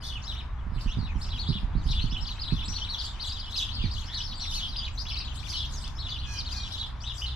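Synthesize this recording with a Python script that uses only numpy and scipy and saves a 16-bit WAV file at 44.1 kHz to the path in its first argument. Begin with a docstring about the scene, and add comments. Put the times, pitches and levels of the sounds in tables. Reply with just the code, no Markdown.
"""A low rumble of air opens the scene, and at once small songbirds chatter round a wooden feeding shelter
in a snowy yard. Each chirp is a gliding whistle, clean or raspy; squawks add rushing air to a tumbling pitch.
Soft thumps ring the shelter's damped boards, beak clicks are bursts of noise, and a jay cries twice further off
in harmonics shaped by its throat. Boards mirror the birds and trees scatter them, over far engine and road noise."""
import sys
import numpy as np
from scipy import signal
from scipy.fft import rfft, irfft, next_fast_len
from scipy.io import wavfile
from scipy.ndimage import map_coordinates

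SR = 44100
rng = np.random.default_rng(int(sys.argv[2]) if len(sys.argv) > 2 else 0)


def wav_out(sig):
    """Save sig, one row per channel (or a flat mono array), as 16-bit PCM at SR to the path in sys.argv[1]."""
    wavfile.write(sys.argv[1], SR, np.round(np.clip(np.atleast_2d(sig).T, -1, 1) * 32767).astype(np.int16))


N = 324135
TIME = np.arange(N) / SR


def undb(db):
    """Decibel law: level to amplitude ratio."""
    return 10 ** (np.asarray(db) / 20)


def unit(x):
    """Normalisation: scale to rms 1."""
    return x / np.sqrt(np.mean(x ** 2) + 1e-20)


def pan(db):
    """Interaural level difference: left and right gains, left minus right in dB, at equal power."""
    return unit(undb(np.array([[db], [-db]]) / 2))


def add(out, start, sound):
    """Superposition: mix a sound in at a time in seconds."""
    i = max(int(start * SR), 0)
    out[..., i:i + sound.shape[-1]] += sound[..., :N - i]


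def colour(hz, points):
    """Spectral envelope: gain from (f/Hz, level/dB) points on a logarithmic frequency axis."""
    f, db = np.transpose(points)
    return undb(np.interp(np.log(hz + 1e-9), np.log(f), db))


def noise(points, size):
    """Filtered noise: a random spectrum under a given envelope, rms 1."""
    spectrum = rfft(rng.standard_normal(size))
    gain = colour(np.fft.rfftfreq(size, 1 / SR), points)
    return unit(irfft(spectrum * gain, size))


def wander(rate, size):
    """Random modulation: smooth motion through `rate` random values a second, spread about 1."""
    place = np.arange(size) * rate / SR
    values = rng.standard_normal(int(place[-1]) + 3)
    return map_coordinates(values, [place + 1], order=3, mode="nearest")


def wide(points, side_db):
    """Partial coherence: noise common to both ears plus a weaker part of opposite sign."""
    middle, side = noise(points, N), noise(points, N)
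    return unit(middle + undb(side_db) * side * np.array([[1], [-1]]))


def swell(u, attack, release):
    """Amplitude envelope: rounded rise and fall over a call, u from 0 to 1."""
    edge = np.minimum(u / attack, (1 - u) / release)
    return np.sin(np.pi / 2 * np.clip(edge, 0, 1)) ** 2


# low air rumble: t/s, level/dB before the overall trim
AIR_RUMBLE = [(0, -38), (.6, -36), (.9, -32), (1.55, -31.5), (1.8, -29.5), (2.15, -29.5), (2.3, -35.5),
              (2.6, -32), (3, -39), (3.65, -37.5), (3.83, -29.5), (4.1, -37.5), (4.6, -36), (6, -36),
              (6.5, -35), (7.1, -40.5)]
# spectrum of the air rumble: f/Hz, relative level/dB per Hz
AIR_RUMBLE_SPECTRUM = [(15, 1), (32, 4.5), (60, 1.5), (90, 0), (130, -13), (180, -17.5), (250, -20.5),
                       (350, -32.5), (500, -43), (1500, -59), (5000, -88)]
# far engine: t/s, mean firing rate f/Hz, level/dB before the overall trim
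FAR_ENGINE = [(0, 63.9, -41.5), (4.3, 60.13, -51), (4.7, 59.14, -47), (5.1, 63.52, -41),
              (5.75, 66.34, -39.5), (6.3, 66.35, -40.5), (6.7, 60.02, -43), (7.35, 60.8, -33.5)]
# spectrum of tyres on a road: f/Hz, relative level/dB per Hz
ROAD_SPECTRUM = [(100, 1.5), (300, -6.5), (480, -10.5), (700, -4.5), (980, 1), (1400, -3.5), (2000, -9.5),
                 (3200, -18), (5000, -29), (8000, -39), (14000, -58)]


def background(rumble_db=1.0, road_db=-49.5, engine_db=-1):
    """Broadband and periodic sources: air rumble and tyre hush are noise, the far engine a two-partial hum."""
    rumble_level = np.interp(TIME, *np.transpose(AIR_RUMBLE)) + rumble_db
    rumble = wide(AIR_RUMBLE_SPECTRUM, side_db=-13.5) * undb(rumble_level) * pan(-1.4)

    s, hz, db = np.transpose(FAR_ENGINE)
    firing_hz = np.interp(TIME, s, hz) * (1 + 0.017 * wander(15, N))
    phase = 2 * np.pi * np.cumsum(firing_hz) / SR
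    hum = unit(np.sin(phase) + undb(-9.0) * np.sin(2 * phase))
    engine = hum * undb(np.interp(TIME, s, db) + engine_db + 2 * wander(9.9, N))

    road_level = road_db + .5 * wander(1.706, N) + .5 * wander(12, N)
    road = wide(ROAD_SPECTRUM, side_db=-6.5) * undb(road_level) * pan(3.2)
    return rumble + engine + road


def chirp(start, length, shape, turn_hz, rasp, overhang=.005, waver=0.02, rasp_waver=0.0478,
          flutter_db=2.5, rasp_noise=1.0, stress_db=10, second_db=-27, third_db=-41):
    """Frequency modulation: the syrinx glides through a rounded turn; rasp shakes its pitch and strength."""
    place, start_ratio, end_ratio, stress = shape
    turn = start + length * np.clip(place, 0, 1)
    t = np.arange(start - overhang, start + length + overhang, 1 / SR)
    n, rasp = len(t), np.clip(rasp, 0, 1)

    # distance from the turn: 0 there, 1 at the start or the end
    before = np.clip((t - turn) / min(start - turn, -1e-3), 0, 1.2) ** 1.6
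    after = np.clip((t - turn) / max(start + length - turn, 1e-3), 0, 1.2) ** 1.6
    hz = turn_hz * (1 + (start_ratio - 1) * before + (end_ratio - 1) * after)
    hz = hz * (1 + waver * wander(196.9, n) + rasp_waver * rasp * wander(894, n))
    phase = 2 * np.pi * np.cumsum(hz) / SR

    # irregular motion of the membranes spreads a band of noise round the whistle
    shake = 1 + rasp_noise * rasp * (wander(996, n) + 1j * wander(1011.0, n))
    tone = np.exp(1j * phase) + undb(second_db) * np.exp(2j * phase)
    tone = tone + undb(third_db) * np.exp(3j * phase) * (hz < SR / 6)  # keep the third below SR / 2
    u = np.linspace(0, 1, n)
    level_db = flutter_db * wander(176.0, n) - stress_db * abs(u - stress)
    pressure = swell(u, attack=0.1, release=0.078) * undb(level_db)
    return unit(np.imag(shake * tone) * pressure)


# air rushing through a squawk: f/Hz, relative level/dB per Hz
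SQUAWK_AIR_SPECTRUM = [(1400, -28), (3200, -10), (5000, -13), (8500, -1), (12000, -7), (16000, -34)]


def squawk(half, hz, swing=.07, climb=0.026, overtone_db=-14, air_db=-8):
    """Forced oscillation: the pitch climbs and tumbles fast, with some rushing air."""
    t = np.arange(-2 * half, 2 * half, 1 / SR)
    n = len(t)
    pitch = hz * (1 + climb * t / half + swing * wander(300, n) + 0.0513 * wander(1200, n))
    phase = 2 * np.pi * np.cumsum(pitch) / SR
    air = noise(SQUAWK_AIR_SPECTRUM, n)
    voice = unit(np.sin(phase) + undb(overtone_db) * np.sin(2 * phase))
    return unit(voice + undb(air_db) * air) * np.exp(-(t / half) ** 2) * undb(3.4 * wander(304.0, n))


def perch(sound, pan_db, spread_s=3.4e-5):
    """Interaural time and level difference: a level for each ear and a slight random lag between them."""
    lag = int(round(spread_s * SR * rng.standard_normal()))
    return np.array([np.roll(sound, lag), sound]) * pan(pan_db)


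# near chirps, and one faint, low further call at 4.038 s: t/s at the start, length/s, note shape, f/Hz at the
# turn, # level/dB before the flock trim, rasp 0-1, left minus right level/dB
NEAR_CHIRPS = [(0.02, 0.11, "arch", 3760, -43, 0.3, 7), (0.136, 0.043, "fall", 3300, -42, .1, 0.5),
               (.22, 0.027, "rise", 6950, -51.5, 0.5, 5), (0.237, .034, "rise", 5520, -46, 0.1, 5),
               (.271, .054, "hook", 4090, -39, 0.17, 5), (.327, 0.025, "rise", 3817, -47.5, 0.4, 5),
               (.354, 0.061, "peak", 3820, -45.5, 0.45, 3), (0.57, .05, "fall", 3550, -64, .3, 8),
               (0.777, 0.036, "flat", 2850, -53, 0.9, -2), (.808, 0.038, "step", 4670, -51.5, 0.3, -12),
               (0.873, 0.056, "lift", 2685, -45, 0.3, 0), (0.88, 0.046, "dip", 5300, -55.5, 0.8, -1),
               (0.928, 0.018, "hook", 4040, -46.5, 0.54, -3), (0.98, 0.1, "slide", 4340, -49, 0.24, 5),
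               (1.069, 0.061, "slide", 2620, -50.5, .3, 7), (1.215, 0.037, "arch", 5330, -43.5, 0.4, 4),
               (1.247, 0.067, "flat", 5250, -53, 0.7, 0), (1.285, 0.053, "peak", 4210, -44.5, 0.7, 0),
               (1.327, .053, "hook", 3420, -44, 0, -1), (1.379, 0.06, "arch", 4470, -39, 0.4, 6),
               (1.454, 0.075, "rise", 4170, -42, 0.46, 0), (1.471, .042, "arch", 4870, -43, .3, 7),
               (1.526, 0.059, "arch", 3660, -39.5, 0.68, 3), (1.728, .11, "peak", 4550, -58.5, 0.73, 5),
               (1.886, 0.047, "hook", 4264, -36.5, 0.77, 6), (1.905, 0.031, "hook", 5470, -43, 0.7, 4),
               (1.935, 0.067, "arch", 3506, -38.5, 0.47, 4), (1.984, 0.053, "rise", 4430, -38.5, 0.16, 8),
               (2.051, .036, "fall", 3440, -48, 0.54, 9), (2.094, .04, "rise", 5360, -47, 0.46, -3),
               (2.116, 0.047, "arch", 3510, -41, 0.3, -2), (2.162, 0.034, "flat", 3083, -39.5, 0, 1.5),
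               (2.195, 0.06, "peak", 5520, -45, 0.17, 5), (2.257, 0.033, "peak", 4940, -40, 0.3, 6),
               (2.281, 0.047, "hook", 4400, -42, 0.36, 2), (2.392, 0.05, "arch", 5000, -39, 0.15, 2),
               (2.447, 0.039, "arch", 4230, -40.5, 0.2, 5), (2.478, 0.051, "rise", 4140, -40.5, 0.4, 7),
               (2.504, 0.031, "step", 2610, -49.5, 0.53, 7), (2.539, 0.057, "slide", 3600, -43, 0.16, 10),
               (2.58, 0.052, "arch", 3590, -42, 0.88, 3), (2.612, 0.048, "lift", 3124, -43.5, 0.74, -1),
               (2.647, 0.048, "flat", 7740, -46.5, 0, 4), (2.679, 0.076, "step", 6010, -40.5, 0.32, 5),
               (2.731, 0.056, "peak", 4530, -38.5, 0.5, 5), (2.74, .1, "flat", 5840, -48.5, 0.17, 2),
               (2.793, 0.06, "dip", 3080, -37.5, 0.02, 5), (2.846, 0.029, "slide", 3170, -46.5, 0.2, 2),
               (2.884, 0.071, "hook", 4410, -36, 0.18, 3), (2.964, 0.051, "rise", 3670, -47, 0.17, 0),
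               (2.984, 0.034, "hook", 4880, -35.5, 0.6, 9), (3.021, 0.058, "hook", 4960, -42, 0.4, -3),
               (3.037, 0.081, "rise", 3730, -45, 0.3, 4), (3.05, 0.0224, "step", 7340, -47, 0.1, 0),
               (3.197, 0.055, "hook", 4650, -37.5, 0.77, 7), (3.237, 0.051, "arch", 3990, -41, 0.6, 9),
               (3.282, 0.044, "hook", 4780, -40.5, 0.37, 5), (3.313, .02, "rise", 5070, -41.5, 0.45, 3),
               (3.328, 0.059, "fall", 3900, -44.5, 0, 9), (3.375, 0.049, "hook", 4920, -42, 0.74, 5),
               (3.43, 0.029, "lift", 3000, -44.5, 0, -1), (3.446, 0.067, "dip", 2990, -48, 0.4, 1),
               (3.525, 0.041, "arch", 4350, -38, .5, 9), (3.559, 0.021, "step", 5080, -36, 0, -1),
               (3.578, 0.025, "slide", 4050, -31.5, 0, -1), (3.604, 0.053, "flat", 3427, -34.5, 0.43, 3),
               (3.655, 0.068, "dip", 3150, -42, 0.98, 10), (3.723, 0.069, "hook", 4870, -42.5, 0.33, 4),
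               (3.764, 0.077, "dip", 3022, -41.5, 0.57, 2), (3.81, 0.041, "arch", 3790, -47, 0.38, 2),
               (3.816, 0.045, "slide", 2540, -48.5, 0.25, 8), (3.823, 0.057, "fall", 4800, -43.5, 0.2, 4),
               (3.907, 0.049, "hook", 4970, -42, 0.7, 4), (3.964, 0.033, "lift", 2984, -41, 0, 11),
               (4.004, 0.031, "fall", 3630, -48.5, 0.6, 6), (4.033, .058, "rise", 5360, -49, 0.77, 5.5),
               (4.038, 0.18, "arch", 1900, -55.5, 0.9, 0), (4.076, .055, "lift", 3070, -45, 0.4, 4),
               (4.133, 0.058, "hook", 4375, -36, 0.47, 3), (4.166, 0.073, "hook", 5900, -44, 0.1, 4),
               (4.201, 0.022, "lift", 3010, -37.5, 0.4, 2), (4.224, 0.054, "arch", 5520, -41.5, 0.02, 5),
               (4.278, 0.055, "fall", 4580, -45.5, 0.95, 3), (4.331, 0.057, "step", 4620, -42.5, 0.07, 10),
               (4.355, 0.057, "flat", 7670, -51.5, .1, 5), (4.396, 0.054, "hook", 4550, -38, 0.5, 4),
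               (4.402, 0.073, "flat", 5700, -43.5, 0.2, 1), (4.465, 0.0398, "flat", 3770, -38, 0.3, 3),
               (4.516, 0.036, "lift", 2935, -46.5, .4, -3), (4.539, 0.069, "hook", 4500, -36.5, 0.47, 3),
               (4.612, 0.061, "flat", 3366, -36, 0.47, 2), (4.68, 0.022, "rise", 4820, -44, 0.2, 7),
               (4.709, 0.044, "fall", 4230, -44.5, 0.06, 5), (4.761, 0.047, "step", 4940, -36, 0.02, 5),
               (4.783, 0.077, "dip", 3160, -40, 0.43, 0), (4.848, 0.033, "slide", 3480, -42, .7, 3),
               (4.975, 0.052, "rise", 5045, -37, 0.65, 8), (5.054, 0.07, "peak", 3830, -41, 0.67, 0.5),
               (5.094, 0.053, "arch", 5490, -40.5, 0, 12), (5.112, 0.052, "arch", 3335, -43.5, 0.43, 0),
               (5.169, 0.023, "lift", 3800, -37, 0.06, 4), (5.191, 0.031, "fall", 4920, -39.5, 0.5, 6),
               (5.217, 0.036, "flat", 4570, -49, .3, 9), (5.244, 0.042, "arch", 4030, -44.5, 0.1, 5),
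               (5.272, 0.06, "arch", 3240, -49, .1, 19), (5.374, 0.03, "arch", 4390, -45, 0.3, 13),
               (5.431, 0.043, "peak", 3660, -44.5, 0, 23), (5.483, 0.052, "arch", 5020, -40.5, 0.5, 0),
               (5.529, 0.067, "dip", 2974, -39.5, 0.36, 2), (5.534, 0.062, "fall", 4350, -39, 0.36, 6),
               (5.552, 0.051, "arch", 5330, -42.5, 0.43, 4), (5.591, 0.04, "dip", 3320, -38, 0.46, 3),
               (5.622, 0.043, "dip", 3117, -39, 0.67, 2), (5.724, 0.064, "hook", 6580, -44.5, 0.66, 1),
               (5.818, .03, "dip", 4000, -49, 0.3, 9), (5.842, 0.024, "step", 5330, -47, 0.24, 1),
               (5.846, 0.039, "arch", 3730, -46, 0.05, 13), (5.953, 0.059, "flat", 5450, -52, 0.2, 2),
               (5.985, 0.044, "arch", 4503, -41, 0.5, 5), (6.028, 0.058, "hook", 3975, -42, 0.04, 3),
               (6.073, 0.022, "flat", 3100, -43, 0.4, 4), (6.084, .042, "arch", 4730, -40.5, .3, 8),
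               (6.103, 0.069, "slide", 3547, -40.5, 0.43, 2), (6.179, 0.026, "rise", 4350, -44.5, .3, 1),
               (6.215, 0.061, "flat", 3256, -44, 0.85, 10), (6.369, 0.041, "hook", 5240, -37, 0, 2),
               (6.455, 0.035, "hook", 4405, -40.5, 0.17, 5), (6.511, 0.04, "hook", 4940, -40, 0.16, 8),
               (6.558, 0.051, "flat", 4520, -41, 0.62, 5), (6.6, 0.079, "hook", 3930, -43.5, 0.7, 5),
               (6.708, 0.052, "arch", 4055, -40, 0.6, 7), (6.772, 0.032, "arch", 4600, -44, 0.66, -3),
               (6.782, 0.049, "arch", 4046, -38, 0.7, -1), (6.824, 0.048, "flat", 3483, -43, 0.54, 1),
               (7.006, 0.042, "rise", 5900, -48, 0.57, 6), (7.039, 0.082, "arch", 3816, -38, 0.36, 7),
               (7.146, 0.0434, "flat", 7600, -50, 0.2, 4), (7.18, 0.025, "flat", 5040, -42, .3, 8),
               (7.221, 0.034, "flat", 3125, -36, 0.33, 4), (7.259, 0.039, "hook", 4280, -39.5, 0.25, -2),
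               (7.295, 0.046, "fall", 4020, -46, 0.46, 5)]
# note shapes, by name: place of the turn 0-1, start f / turn f, end f / turn f, loudest point 0-1
CHIRP_SHAPES = {"arch": (0.47, .78, .77, 0.59), "peak": (0.5, .63, .63, 0.61),
                "hook": (0.252, .8, .73, 0.51), "step": (0.19, 0.66, .94, 0.26), "rise": (.8, .75, 1, 0.51),
                "lift": (0.16, 1.2, 1.38, 0.49), "dip": (0.484, 1.18, 1.3, 0.59),
                "fall": (0.151, 1.02, .75, 0.57), "slide": (0.23, 1.2, .77, 0.5),
                "flat": (0.373, .92, .93, 0.45)}
# hoarse squawks: t/s at the middle, half length/s, level/dB before the flock trim, centre f/Hz
NEAR_SQUAWKS = [(0.065, 0.03, -44, 4690), (0.818, 0.023, -52.5, 5160), (1.22, 0.031, -54, 7400),
                (1.88, 0.02, -53, 4640), (3.054, 0.017, -51, 6760), (3.273, 0.02, -47.5, 7230),
                (3.593, 0.034, -46.5, 6020), (3.996, 0.072, -57, 6500), (4.55, 0.043, -44, 5860),
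                (5.363, 0.019, -50, 7600), (5.514, 0.052, -47.5, 5760), (5.737, 0.034, -50.5, 6940),
                (5.82, 0.027, -54.5, 8240), (6.333, 0.025, -49.5, 6090), (6.539, 0.05, -50.5, 6330),
                (6.724, 0.043, -51.5, 5200), (7.201, 0.061, -53.5, 5560)]


def flock(chirp_db=-3.0, squawk_db=0.5):
    """Superposition of sources: chirps each from their own side, hoarse squawks all somewhat to the left."""
    out = np.zeros((2, N))
    for start, length, shape, hz, db, rasp, pan_db in NEAR_CHIRPS:
        note = chirp(start, length, CHIRP_SHAPES[shape], hz, rasp)
        add(out, start - .005, perch(note, pan_db) * undb(db + chirp_db))
    for middle, half, db, hz in NEAR_SQUAWKS:
        note = squawk(half, hz)
        add(out, middle - 2 * half, perch(note, pan_db=3.5) * undb(db + squawk_db))
    return out


def shared_activity(idle_db=-80, chirp_db=-15, squawk_db=-2.5, swell_s=0.053):
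    """Shared activity: the further chatter swells around each near call, most around squawks."""
    calls = [(start + length / 2, db + chirp_db) for start, length, _, _, db, _, _ in NEAR_CHIRPS]
    calls += [(middle, db + squawk_db) for middle, _, db, _ in NEAR_SQUAWKS]
    t = TIME[::100]
    power = undb(idle_db) ** 2
    for s, db in calls:
        power = power + undb(db) ** 2 * np.exp(-((t - s) / swell_s) ** 2)
    return np.interp(TIME, t, np.sqrt(power))


def chatter(count=330, chatter_db=-2, low_hz=2900, high_hz=7500, high_db=-7, scatter_db=2.5):
    """Random superposition: further birds' short, rough notes swell and fade around the near calls."""
    out = np.zeros((2, N))
    draws = rng.random((count, 9))
    for k, (when, length, pitch, lean, first, last, rasp, side, loud) in enumerate(draws):
        start = (k + when) * N / SR / count
        span = 0.023 + .04 * length
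        hz = low_hz * (high_hz / low_hz) ** pitch
        shape = (0.1975 + .6 * lean, 0.79 + .35 * first, 0.64 + 0.46 * last, lean)
        note = chirp(start, span, shape, hz, 0.24 + 0.55 * rasp, waver=0.0342, flutter_db=0.0,
                     second_db=-10.5, third_db=-17.5)
        level_db = high_db * pitch + scatter_db * (2 * loud - 1)
        add(out, start, note * undb(level_db) * pan(2 + 12 * (side - .5)))
    return unit(out) * shared_activity() * undb(chatter_db)


# thumps on the shelter: t/s, low push level/dB and board ring level/dB before trims
SHELTER_THUMPS = [(0.666, -25.5, -38), (0.719, -21, -37), (0.761, -22.5, -36.5), (0.859, -18, -32.5),
                  (0.97, -24, -28.5), (0.986, -24, -26.5), (1.028, -23, -34), (1.155, -17.5, -34),
                  (1.488, -34, -26.5), (1.501, -30, -26.5), (1.553, -32, -35), (1.631, -20, -36),
                  (1.752, -14, -27), (1.779, -32, -35), (1.857, -16.5, -35), (1.9, -29, -32),
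                  (2.04, -18, -29), (2.123, -24, -34.5), (2.218, -20.5, -64), (2.522, -19, -24),
                  (2.538, -22, -32), (2.683, -25, -35), (3.839, -18.5, -28)]
# modes of the boards: mean f/Hz, relative level/dB, time to fall 60 dB t60/s
BOARD_MODES = [(121.7, 7.5, 0.11), (157.5, 9, 0.074), (218, 1, 0.078), (302, -13.5, 0.1), (366, -18, 0.091)]


def thumps(push_db=-4, ring_db=0, push_s=0.0058):
    """Impulse response of damped modes: each soft blow heaves the shelter once and rings its boards."""
    out, t = np.zeros(N), np.arange(SR // 6) / SR
    for start, low_db, board_db in SHELTER_THUMPS:
        u = t / push_s - 2
        heave = -u * np.exp(-u ** 2 / 2) * np.minimum(t / 0.0029, 1)
        ring = np.zeros(len(t))
        for hz, db, t60 in BOARD_MODES:
            mode_hz = hz * (1 + 0.093 * rng.standard_normal())  # random spread of mode pitch from thump to thump
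            ring += undb(db - 60 * t / t60) * np.sin(2 * np.pi * mode_hz * t)
        ring *= 1 - np.exp(-t / 0.0022)
        add(out, start, 2 * heave * undb(low_db + push_db) + ring * undb(board_db + ring_db))
    soften = signal.butter(4, 520, fs=SR, output="sos")
    return signal.sosfilt(soften, out) * pan(-9.5)


# beak clicks: t/s, level/dB before decay and pan
BEAK_CLICKS = [(2.04, -35), (5.878, -27.5)]


def ticks():
    """Impulsive excitation: a beak snaps on a seed, a noise burst dying within milliseconds."""
    out, t = np.zeros(N), np.arange(SR // 50) / SR
    spectrum = [(1500, -19), (4000, -5.5), (6000, 6), (9000, -7), (15000, -25)]  # f/Hz, level/dB
    for start, db in BEAK_CLICKS:
        add(out, start, noise(spectrum, len(t)) * np.exp(-t / 0.0005) * undb(db))
    return out * pan(3)


# jay cries: start t/s, end t/s, first f/Hz, last f/Hz, level/dB before distance and pan
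JAY_CRIES = [(6.221, 6.43, 854, 798, -46.5), (6.486, 6.716, 839, 783, -49)]
# resonance of the jay's throat: f/Hz, relative level/dB
JAY_THROAT_GAIN = [(800, -28), (1650, -7.5), (2480, -1.5), (3300, -2), (4100, -6), (4950, -6), (5750, 0),
                   (6600, -9), (8000, -17), (11000, -32)]


def jay():
    """Source and filter: a harsh, slowly falling harmonic series weighted by the throat."""
    out = np.zeros(N)
    for start, end, first_hz, last_hz, db in JAY_CRIES:
        u = np.linspace(0, 1, int((end - start) * SR))
        hz = (first_hz + (last_hz - first_hz) * u) * (1 + 0.011 * wander(510, len(u)))
        phase = 2 * np.pi * np.cumsum(hz) / SR
        cry = sum(colour(k * hz, JAY_THROAT_GAIN) * np.sin(k * phase) for k in range(1, 14))
        add(out, start, unit(cry * swell(u, attack=0.4, release=0.18)) * undb(db))
    return out * pan(0.98)


# mirror images in deck, roof and walls: mean delay t/s, level/dB before the echo trim
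MIRROR_ECHOES = [(.0021, -2), (.0047, -10.5), (.0088, -5.5), (0.0174, -29), (.026, -16)]


def yard(x, echo_db, near_db, near_t60, far_db, far_t60):
    """Reflection and scattering: boards mirror sound, fence and house scatter it, trees leave a thin tail."""
    t, out = np.arange(SR) / SR, []
    for ear in x:
        response = np.zeros(SR)
        for db, t60 in ((near_db, near_t60), (far_db, far_t60)):
            tail = rng.standard_normal(SR) * undb(-60 * t / t60) * np.minimum(t / 0.028, 1)
            response += undb(db) * unit(tail) / np.sqrt(SR)  # unit energy before its level
        for delay, db in MIRROR_ECHOES:
            arrival = abs(delay + .0002 * rng.standard_normal())
            response[int(arrival * SR)] += undb(db + echo_db)
        response[0] += 1  # direct sound
        out.append(signal.fftconvolve(ear, response)[:N])
    return np.array(out)


def shade(x, lag_s=2.8e-5):
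    """Acoustic shadow: the shelter dims the highest treble more on the right; the left arrives later."""
    size = next_fast_len(N + SR // 10)
    hz = np.fft.rfftfreq(size, 1 / SR)
    left = colour(hz, [(5000, 1.0), (9000, -5.0), (12000, -1.5), (15000, -21.0)])
    left = left * np.exp(-2j * np.pi * hz * lag_s)
    right = colour(hz, [(5000, 2), (9000, -6.5), (12000, -10), (15000, -32)])
    return irfft(rfft(x, size) * np.array([left, right]), size)[:, :N]


def scene():
    """Superposition of fields: jay and chatter leave a stronger long tail; thumps and background stay dry."""
    near = yard(flock() + ticks(), echo_db=-1, near_db=-5, near_t60=.25, far_db=-16, far_t60=.8)
    further = undb(-2.5) * jay() + chatter()
    far = yard(further, echo_db=0.0, near_db=-6.0, near_t60=0.18, far_db=-12.5, far_t60=0.84)
    return shade(near + far) + thumps() + background()


def record(dry):
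    """Band limiting: the sound fades in over 4 ms and loses its deepest rumble and its top."""
    opened = dry * np.minimum(TIME / .004, 1)
    low_cut = signal.butter(2, 16, "high", fs=SR, output="sos")
    top_cut = signal.ellip(8, .2, 70, 14900, fs=SR, output="sos")
    return signal.sosfilt(top_cut, signal.sosfilt(low_cut, opened))


dry = scene()
out = record(dry)
wav_out(out)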